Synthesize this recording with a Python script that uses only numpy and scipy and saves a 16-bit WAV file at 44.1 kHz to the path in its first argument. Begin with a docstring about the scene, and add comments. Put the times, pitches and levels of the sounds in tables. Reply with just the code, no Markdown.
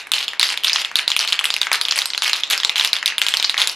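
"""The mixing ball of a shaken aerosol can knocks the steel wall, about a metre away in a curtained workroom.
Each knock is a bundle of fading sines, which the paint and the grip damp at once; lesser bounces and spells
of chatter are lighter taps of the same wall. The bench and a wall send back two quick echoes, and shaped noise
makes the room's short tail and its low hush. The recorder clips the peaks."""
import sys
import numpy as np
from scipy import signal
from scipy.fft import rfft, irfft, next_fast_len
from scipy.io import wavfile

SR = 44100
rng = np.random.default_rng(int(sys.argv[2]) if len(sys.argv) > 2 else 0)


def digitize_waveform(pressure):
    """Quantize a signal to 16-bit integers and store it at the path in sys.argv[1].

    Rows of a 2-D input are taken as channels; values are limited to [-1, 1].
    """
    field = np.atleast_2d(pressure).T
    bounded = np.clip(field, -1, 1)
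    quanta = np.round(bounded * 32767).astype(np.int16)
    wavfile.write(sys.argv[1], SR, quanta)


N = 165375

# ball knocks: (time [s], peak before the mix gain [dB], ring centre [Hz], treble before its lift [dB re wall])
KNOCKS = [(0.0703, -19.5, 1740, -14), (0.1179, -0.5, 3580, -5), (0.1363, 1.5, 3450, -15.5),
          (0.1828, -5.5, 3680, -28), (0.281, -3.5, 3440, -17), (0.3336, -12.5, 1860, -22),
          (0.3959, 4, 3940, -11), (0.4127, -1.5, 4380, -17), (0.4293, 1.5, 3670, -11),
          (0.4834, -12, 3860, -4), (0.4898, -4.5, 4030, -36), (0.5747, -4.5, 3520, -15),
          (0.6355, -7.0, 3100, -12), (0.6453, 0, 3520, -8.5), (0.6482, -4.5, 3480, -15),
          (0.6703, -4, 3610, -19), (0.681, -1.5, 4400, -32), (0.6965, 0, 3560, -23),
          (0.7319, 1, 4840, -15.5), (0.7592, -1, 3340, -26), (0.8483, -3.5, 3400, -20),
          (0.9148, -16.0, 1620, -21), (0.9561, 3, 3940, -14), (0.9677, -5, 4530, -12),
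          (0.9887, -1.5, 3520, -12), (0.9932, -4, 2380, -35), (1.0787, 1, 3890, -15),
          (1.1029, -3.5, 4050, -15), (1.1169, -0.5, 3370, -27), (1.1647, 1, 3290, -7.5),
          (1.1916, -1.5, 4530, -12), (1.2759, -5.5, 3400, -10), (1.324, -1.5, 3200, -14.5),
          (1.3285, 0.5, 3900, -20), (1.3912, -0.5, 3300, -18), (1.4109, -9, 1640, -20),
          (1.442, -1.5, 2700, -6), (1.4544, 0, 3420, -9), (1.5036, -1.5, 3700, -19), (1.5403, 0, 4150, -17),
          (1.5644, -5, 2690, -11.5), (1.6153, 2, 3710, -14), (1.6308, -6.5, 3570, -17),
          (1.6691, -6.5, 2100, -28), (1.7163, 0, 2300, -26), (1.7298, 0.5, 4090, -4),
          (1.7542, -11.5, 3600, -24), (1.8128, -1.5, 3920, -7.5), (1.8519, -4.5, 3650, -32),
          (1.8845, -3.5, 3310, -13), (1.8893, -12, 4170, -46), (1.9098, -1, 4580, -26),
          (1.9137, -9, 3350, -15), (1.9223, -2, 3270, -20), (1.9588, -4, 2440, -5), (1.9781, -7, 2440, 1),
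          (1.9886, -2.5, 4577, -4), (2.0181, -4.5, 3530, -34), (2.0568, -3, 4120, -3),
          (2.1029, -9, 4200, -35), (2.1348, -6.5, 3870, -26), (2.1478, -9.5, 3350, -26),
          (2.1776, -3.5, 4140, -17.5), (2.2211, -1, 3595, -16), (2.2334, -6.5, 3540, -3.5),
          (2.2782, -2.5, 3200, -12), (2.3317, 1.5, 4130, -18), (2.435, -2.0, 3490, -25),
          (2.5007, -7, 3640, -3), (2.5108, -3.5, 2230, 2), (2.5237, -6, 3350, -16),
          (2.5327, -2.5, 3300, -27), (2.5377, -8, 3430, -30), (2.5775, -5, 4850, -7),
          (2.6011, -4, 3480, -35), (2.6334, -4, 3280, -22), (2.6479, 0, 4090, -17), (2.6949, 0, 3570, -20),
          (2.7576, -5, 3500, -13.5), (2.7809, -3.5, 3330, -8), (2.7967, 0, 3760, -15),
          (2.8103, -3, 3446, -21), (2.8478, 2.5, 3620, -11.5), (2.8746, -8, 4880, -14),
          (2.9312, 2.5, 3960, -17), (2.94, -12.5, 2470, -3), (2.9544, -10, 3400, -27),
          (2.9656, -6, 3500, -26), (3.0279, -8, 1930, -23), (3.0593, 2, 3870, -7.5),
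          (3.078, 1.5, 3520, -16), (3.1223, -14, 1940, -30), (3.1816, -0.5, 3480, -6),
          (3.2163, 1, 3270, -12), (3.2255, -6.5, 3420, -21), (3.2656, -1, 3180, -17),
          (3.2849, -0.5, 3720, -10.5), (3.3391, 1.5, 3230, -15), (3.3701, -1, 4416, -13.5),
          (3.3986, -3, 3870, -34), (3.4266, 0, 3700, -13.5), (3.4443, -1.5, 4100, -38),
          (3.4474, -1.5, 4270, -24), (3.4959, 0, 3786, -16), (3.5427, -8.5, 2250, -25),
          (3.5685, -12.5, 1900, -20), (3.5784, 0, 3500, -20), (3.6171, 0.5, 3560, -13),
          (3.6285, -8, 3550, -22), (3.6732, 1, 3830, -4), (3.6959, -6, 4694, -18)]
# a knock just before the start, of which only the tail is heard; same columns
EARLIER_KNOCK = (-.012, -4, 3300, -16)
# rings of the can wall before detuning: (frequency [Hz])
CAN_RINGS = [1122, 1552, 2120, 2265, 2830, 3126, 4065, 4863, 5350, 6490, 6860]
# treble rings, before detuning and scatter: (frequency [Hz], relative level [dB], 60 dB decay [s])
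RIM_RINGS = [(7960, -2, 0.0058), (9750, 0.5, 0.0075), (11480, -0.5, 0.0032), (12240, -8.5, 0.0057),
             (14000, -9.5, 0.0007)]
# spells of the ball chattering along the wall: (start [s], length [s], tap level before scatter and gain [dB])
CHATTER = [(0.138, .11, -15.5), (.399, 0.079, -13.5), (0.493, .05, -13.5), (.64, .05, -16.5),
           (.74, .08, -15), (1.2, .05, -12), (1.276, .03, -13.5), (1.724, .04, -6.5), (1.959, .07, -14),
           (2.229, .07, -10.5), (2.334, 0.074, -21), (2.503, .05, -10), (2.754, .11, -12),
           (3.285, .05, -21), (3.579, .07, -10)]
# early echoes off the bench and a wall: (delay [s], level [dB])
ECHOES = [(.0049, -14.5), (.0073, -17.5)]
# decay of the room tail: (frequency [Hz], 60 dB decay [s])
ROOM_T60 = [(500, 0.57), (12000, 0.15)]
# width of the room tail: (frequency [Hz], side against mid [dB])
ROOM_SIDE = [(300, -20), (1500, -20), (5000, -6.5)]
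# colour of the hush before its treble roll-off: (frequency [Hz], relative level [dB])
HUSH_COLOUR = [(25, -9), (250, -2), (700, 5)]

LEAD = 4096  # samples of run-in before the start
CONTACT_S = .00015  # time constant of the attack
FOCUS_HZ = 756  # spread of the can rings that a knock favours
SKIRT_DB, ROOM_SKIRT_DB = -12, -12.5  # floor under that favour: heard directly, and by the room
CAN_T60_S, CAN_DB = 0.056, 4.5  # can rings: decay, level against the struck patch
RIM_DB = 1  # lift of the treble rings: they are briefer, so they peak higher
RING_SCATTER_DB, DETUNE = 3.5, .08  # random change of each ring from knock to knock [dB, share]
PATCH_S, TAP_S = .0018, .0011  # closing time of the wall sound: full knock, light or distant tap
KNOCK_SIDE_DB = -27  # typical lean of a knock to one side

BOUNCES, BOUNCE_GAP_S = 5, 0.0079  # skips after each knock, typical gap
BOUNCE_DB, BOUNCE_FADE_DB_S = -16.5, -110  # level against the knock, fade per second
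TAP_SCATTER_DB = 3.5
CHATTER_GAP_S, CHATTER_HZ, CHATTER_TREBLE_DB = .003, 3580, -17.5  # typical gap, centre, treble before its lift

ROOM_DB, ROOM_START_S = -8.5, 0.0026  # energy of the tail, time over which it swells
POSES, POSE_S = 9, .06  # the moving can meets the room from a new place this often
HUSH_DB, HUSH_SIDE_DB = -54, -6  # RMS of the mid, side against mid
LOW_CUT_HZ, GAIN_DB = 442, 0.5
CEILING, TOP_HZ = .95, 16300  # clip level (1 is full scale), upper band edge


def undb(db):
    """Turns decibels into amplitude."""
    return 10 ** (np.asarray(db) / 20)


def on_log(hz, table):
    """Reads a (frequency [Hz], value) table on a log-frequency axis."""
    table = np.array(table)
    return np.interp(np.log(hz), np.log(table[:, 0]), table[:, 1])


def ring(hz, db, t60, phase, t):
    """Sums exponentially fading sines, one row per knock."""
    fade = undb(db[..., None] - 60 * t / t60[:, None])
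    wave = np.sin(2 * np.pi * hz[..., None] * t + phase[..., None])
    return np.sum(fade * wave, axis=1)


def unit(x):
    """Scales each row to peak 1."""
    return x / np.abs(x).max(axis=1, keepdims=True)


def knocks(rows, skirt_db=SKIRT_DB, patch=1, close_s=PATCH_S):
    """Each knock rings its patch of wall and favours nearby can rings until the paint closes; gives mid, side."""
    time, peak_db, centre, treble_db = rows.T
    can_rings = [(hz, 0, CAN_T60_S) for hz in CAN_RINGS]
    rim_rings = [tuple(row) for row in RIM_RINGS]
    modes = np.array(sorted(can_rings * 2 + rim_rings * 2))  # every ring is a detuned pair
    chance = rng.standard_normal((len(rows), 3, len(modes)))
    t = np.arange(512) / SR
    hz = modes[:, 0] * (1 + DETUNE * chance[:, 0])
    level_db = modes[:, 1] + RING_SCATTER_DB * chance[:, 1]
    phase = np.pi * chance[:, 2]
    near = np.exp(-.5 * ((hz - centre[:, None]) / FOCUS_HZ) ** 2)
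    favour_db = 20 * np.log10(near + undb(skirt_db))

    # sorted by frequency, the can rings come first and the rim rings last
    split = 2 * len(can_rings)
    low, high = slice(0, split), slice(split, None)
    can_db = level_db[:, low] + favour_db[:, low]
    can = unit(ring(hz[:, low], can_db, modes[low, 2], phase[:, low], t))
    rim = unit(ring(hz[:, high], level_db[:, high], modes[high, 2], phase[:, high], t))
    struck_patch = patch * np.sin(2 * np.pi * centre[:, None] * t)
    wall = (struck_patch + undb(CAN_DB) * can) * np.exp(-(t / close_s) ** 2)
    treble = rim * undb(treble_db + RIM_DB)[:, None]
    attack = 1 - np.exp(-t / CONTACT_S)
    hits = unit((unit(wall) + treble) * attack) * undb(peak_db)[:, None]

    out = np.zeros((2, N + LEAD + len(t)))
    starts = (time * SR).astype(int) + LEAD
    for at, hit, lean in zip(starts, hits, chance[:, 1, -1]):
        if at < N + LEAD:
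            out[:, at:at + len(t)] += hit * np.array([[1], [lean * undb(KNOCK_SIDE_DB)]])
    return out[:, :N + LEAD]


def bounces(rows):
    """Lists the ball's skips after each knock, which tend to weaken and stray a little in colour."""
    chance = rng.standard_normal((len(rows), BOUNCES, 3))
    late = np.cumsum(BOUNCE_GAP_S * np.exp(.5 * chance[..., 0]), axis=1)
    fade_db = BOUNCE_DB + BOUNCE_FADE_DB_S * late
    peak_db = rows[:, 1:2] + fade_db + TAP_SCATTER_DB * chance[..., 1]
    centre = rows[:, 2:3] * np.exp(.1 * chance[..., 2])
    treble_db = rows[:, 3:] + 0 * late  # the knock's own treble
    skips = np.stack([rows[:, :1] + late, peak_db, centre, treble_db], axis=-1)
    return skips.reshape(-1, rows.shape[1])


def room(x):
    """Two early echoes, then a noisy tail whose treble dies first and whose grain changes as the can moves."""
    t = np.arange(SR // 2) / SR
    tail = np.zeros((POSES, 2, len(t)))
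    for hz in 250 * np.sqrt(2) ** np.arange(13):  # half-octave bands
        edges = [hz / 2 ** .25, min(hz * 2 ** .25, .49 * SR)]
        band = signal.butter(2, edges, "band", fs=SR, output="sos")
        noise = signal.sosfilt(band, rng.standard_normal(tail.shape))
        width_db = np.array([[0], [on_log(hz, ROOM_SIDE)]])
        tail += noise * undb(-60 * t / on_log(hz, ROOM_T60) + width_db)
    tail *= 1 - np.exp(-(t / ROOM_START_S) ** 2)
    tail *= undb(ROOM_DB) / np.sqrt(np.sum(tail[:, 0] ** 2) / POSES)
    for late, db in ECHOES:
        tail[:, 0, int(late * SR)] += undb(db)

    # crossfade the sound through the poses in a cycle, each with its own tail
    pose = np.arange(len(x)) / SR / POSE_S % POSES
    size = next_fast_len(len(x) + len(t))
    spectrum = 0
    for k in range(POSES):
        distance = np.abs((pose - k + 1) % POSES - 1)
        share = np.sqrt(np.clip(1 - distance, 0, 1))
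        spectrum = spectrum + rfft(x * share, size) * rfft(tail[k], size)
    return irfft(spectrum, size)[:, :len(x)]


def hush():
    """Low steady room noise, shaped in frequency; gives mid and side."""
    hz = np.arange(N // 2 + 1) * SR / N + 1  # 1 Hz up, to keep the logarithm finite
    colour = undb(on_log(hz, HUSH_COLOUR)) / (1 + (hz / 800) ** 2)
    noise = irfft(rfft(rng.standard_normal((2, N))) * colour, N)
    return noise / noise[0].std() * undb([[HUSH_DB], [HUSH_DB + HUSH_SIDE_DB]])


def chatter():
    """Lists uneven light taps of varied colour, as the ball chatters along the wall for each spell."""
    start, length, db = np.array(CHATTER).T[..., None]
    chance = rng.standard_normal((len(CHATTER), 40, 4))  # at most 40 taps a spell
    late = np.cumsum(CHATTER_GAP_S * np.exp(.5 * chance[..., 0]), axis=1)
    peak_db = db + TAP_SCATTER_DB * chance[..., 1]
    centre = CHATTER_HZ * np.exp(.15 * chance[..., 2])
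    treble_db = CHATTER_TREBLE_DB + TAP_SCATTER_DB * chance[..., 3]
    taps = np.stack([start + late, peak_db, centre, treble_db], axis=-1)
    return taps[late < length]


def scene():
    """Mixes the can, its room and the hush into left and right."""
    rows = np.array([EARLIER_KNOCK] + list(KNOCKS), float)
    direct = knocks(rows)
    # the room hears the can from other sides, so each knock reaches it with another colour
    to_room = knocks(rows, ROOM_SKIRT_DB, patch=0, close_s=TAP_S)
    light_rows = np.concatenate([bounces(rows), chatter()])
    taps = knocks(light_rows, patch=0, close_s=TAP_S)
    can = direct + taps + room(to_room[0] + taps[0])
    low_cut = signal.butter(2, LOW_CUT_HZ, "high", fs=SR, output="sos")
    can = signal.sosfilt(low_cut, can)  # a small can gives little bass
    mid, side = can[:, LEAD:] * undb(GAIN_DB) + hush()
    return np.array([mid + side, mid - side])


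def record(dry):
    """The recorder clips the loudest peaks flat, then a steep low-pass cuts the top."""
    clipped = np.clip(dry, -CEILING, CEILING)
    top_cut = signal.ellip(10, .2, 90, TOP_HZ, fs=SR, output="sos")  # ripple and stopband in dB
    return signal.sosfilt(top_cut, clipped)


dry = scene()
out = record(dry)
digitize_waveform(out)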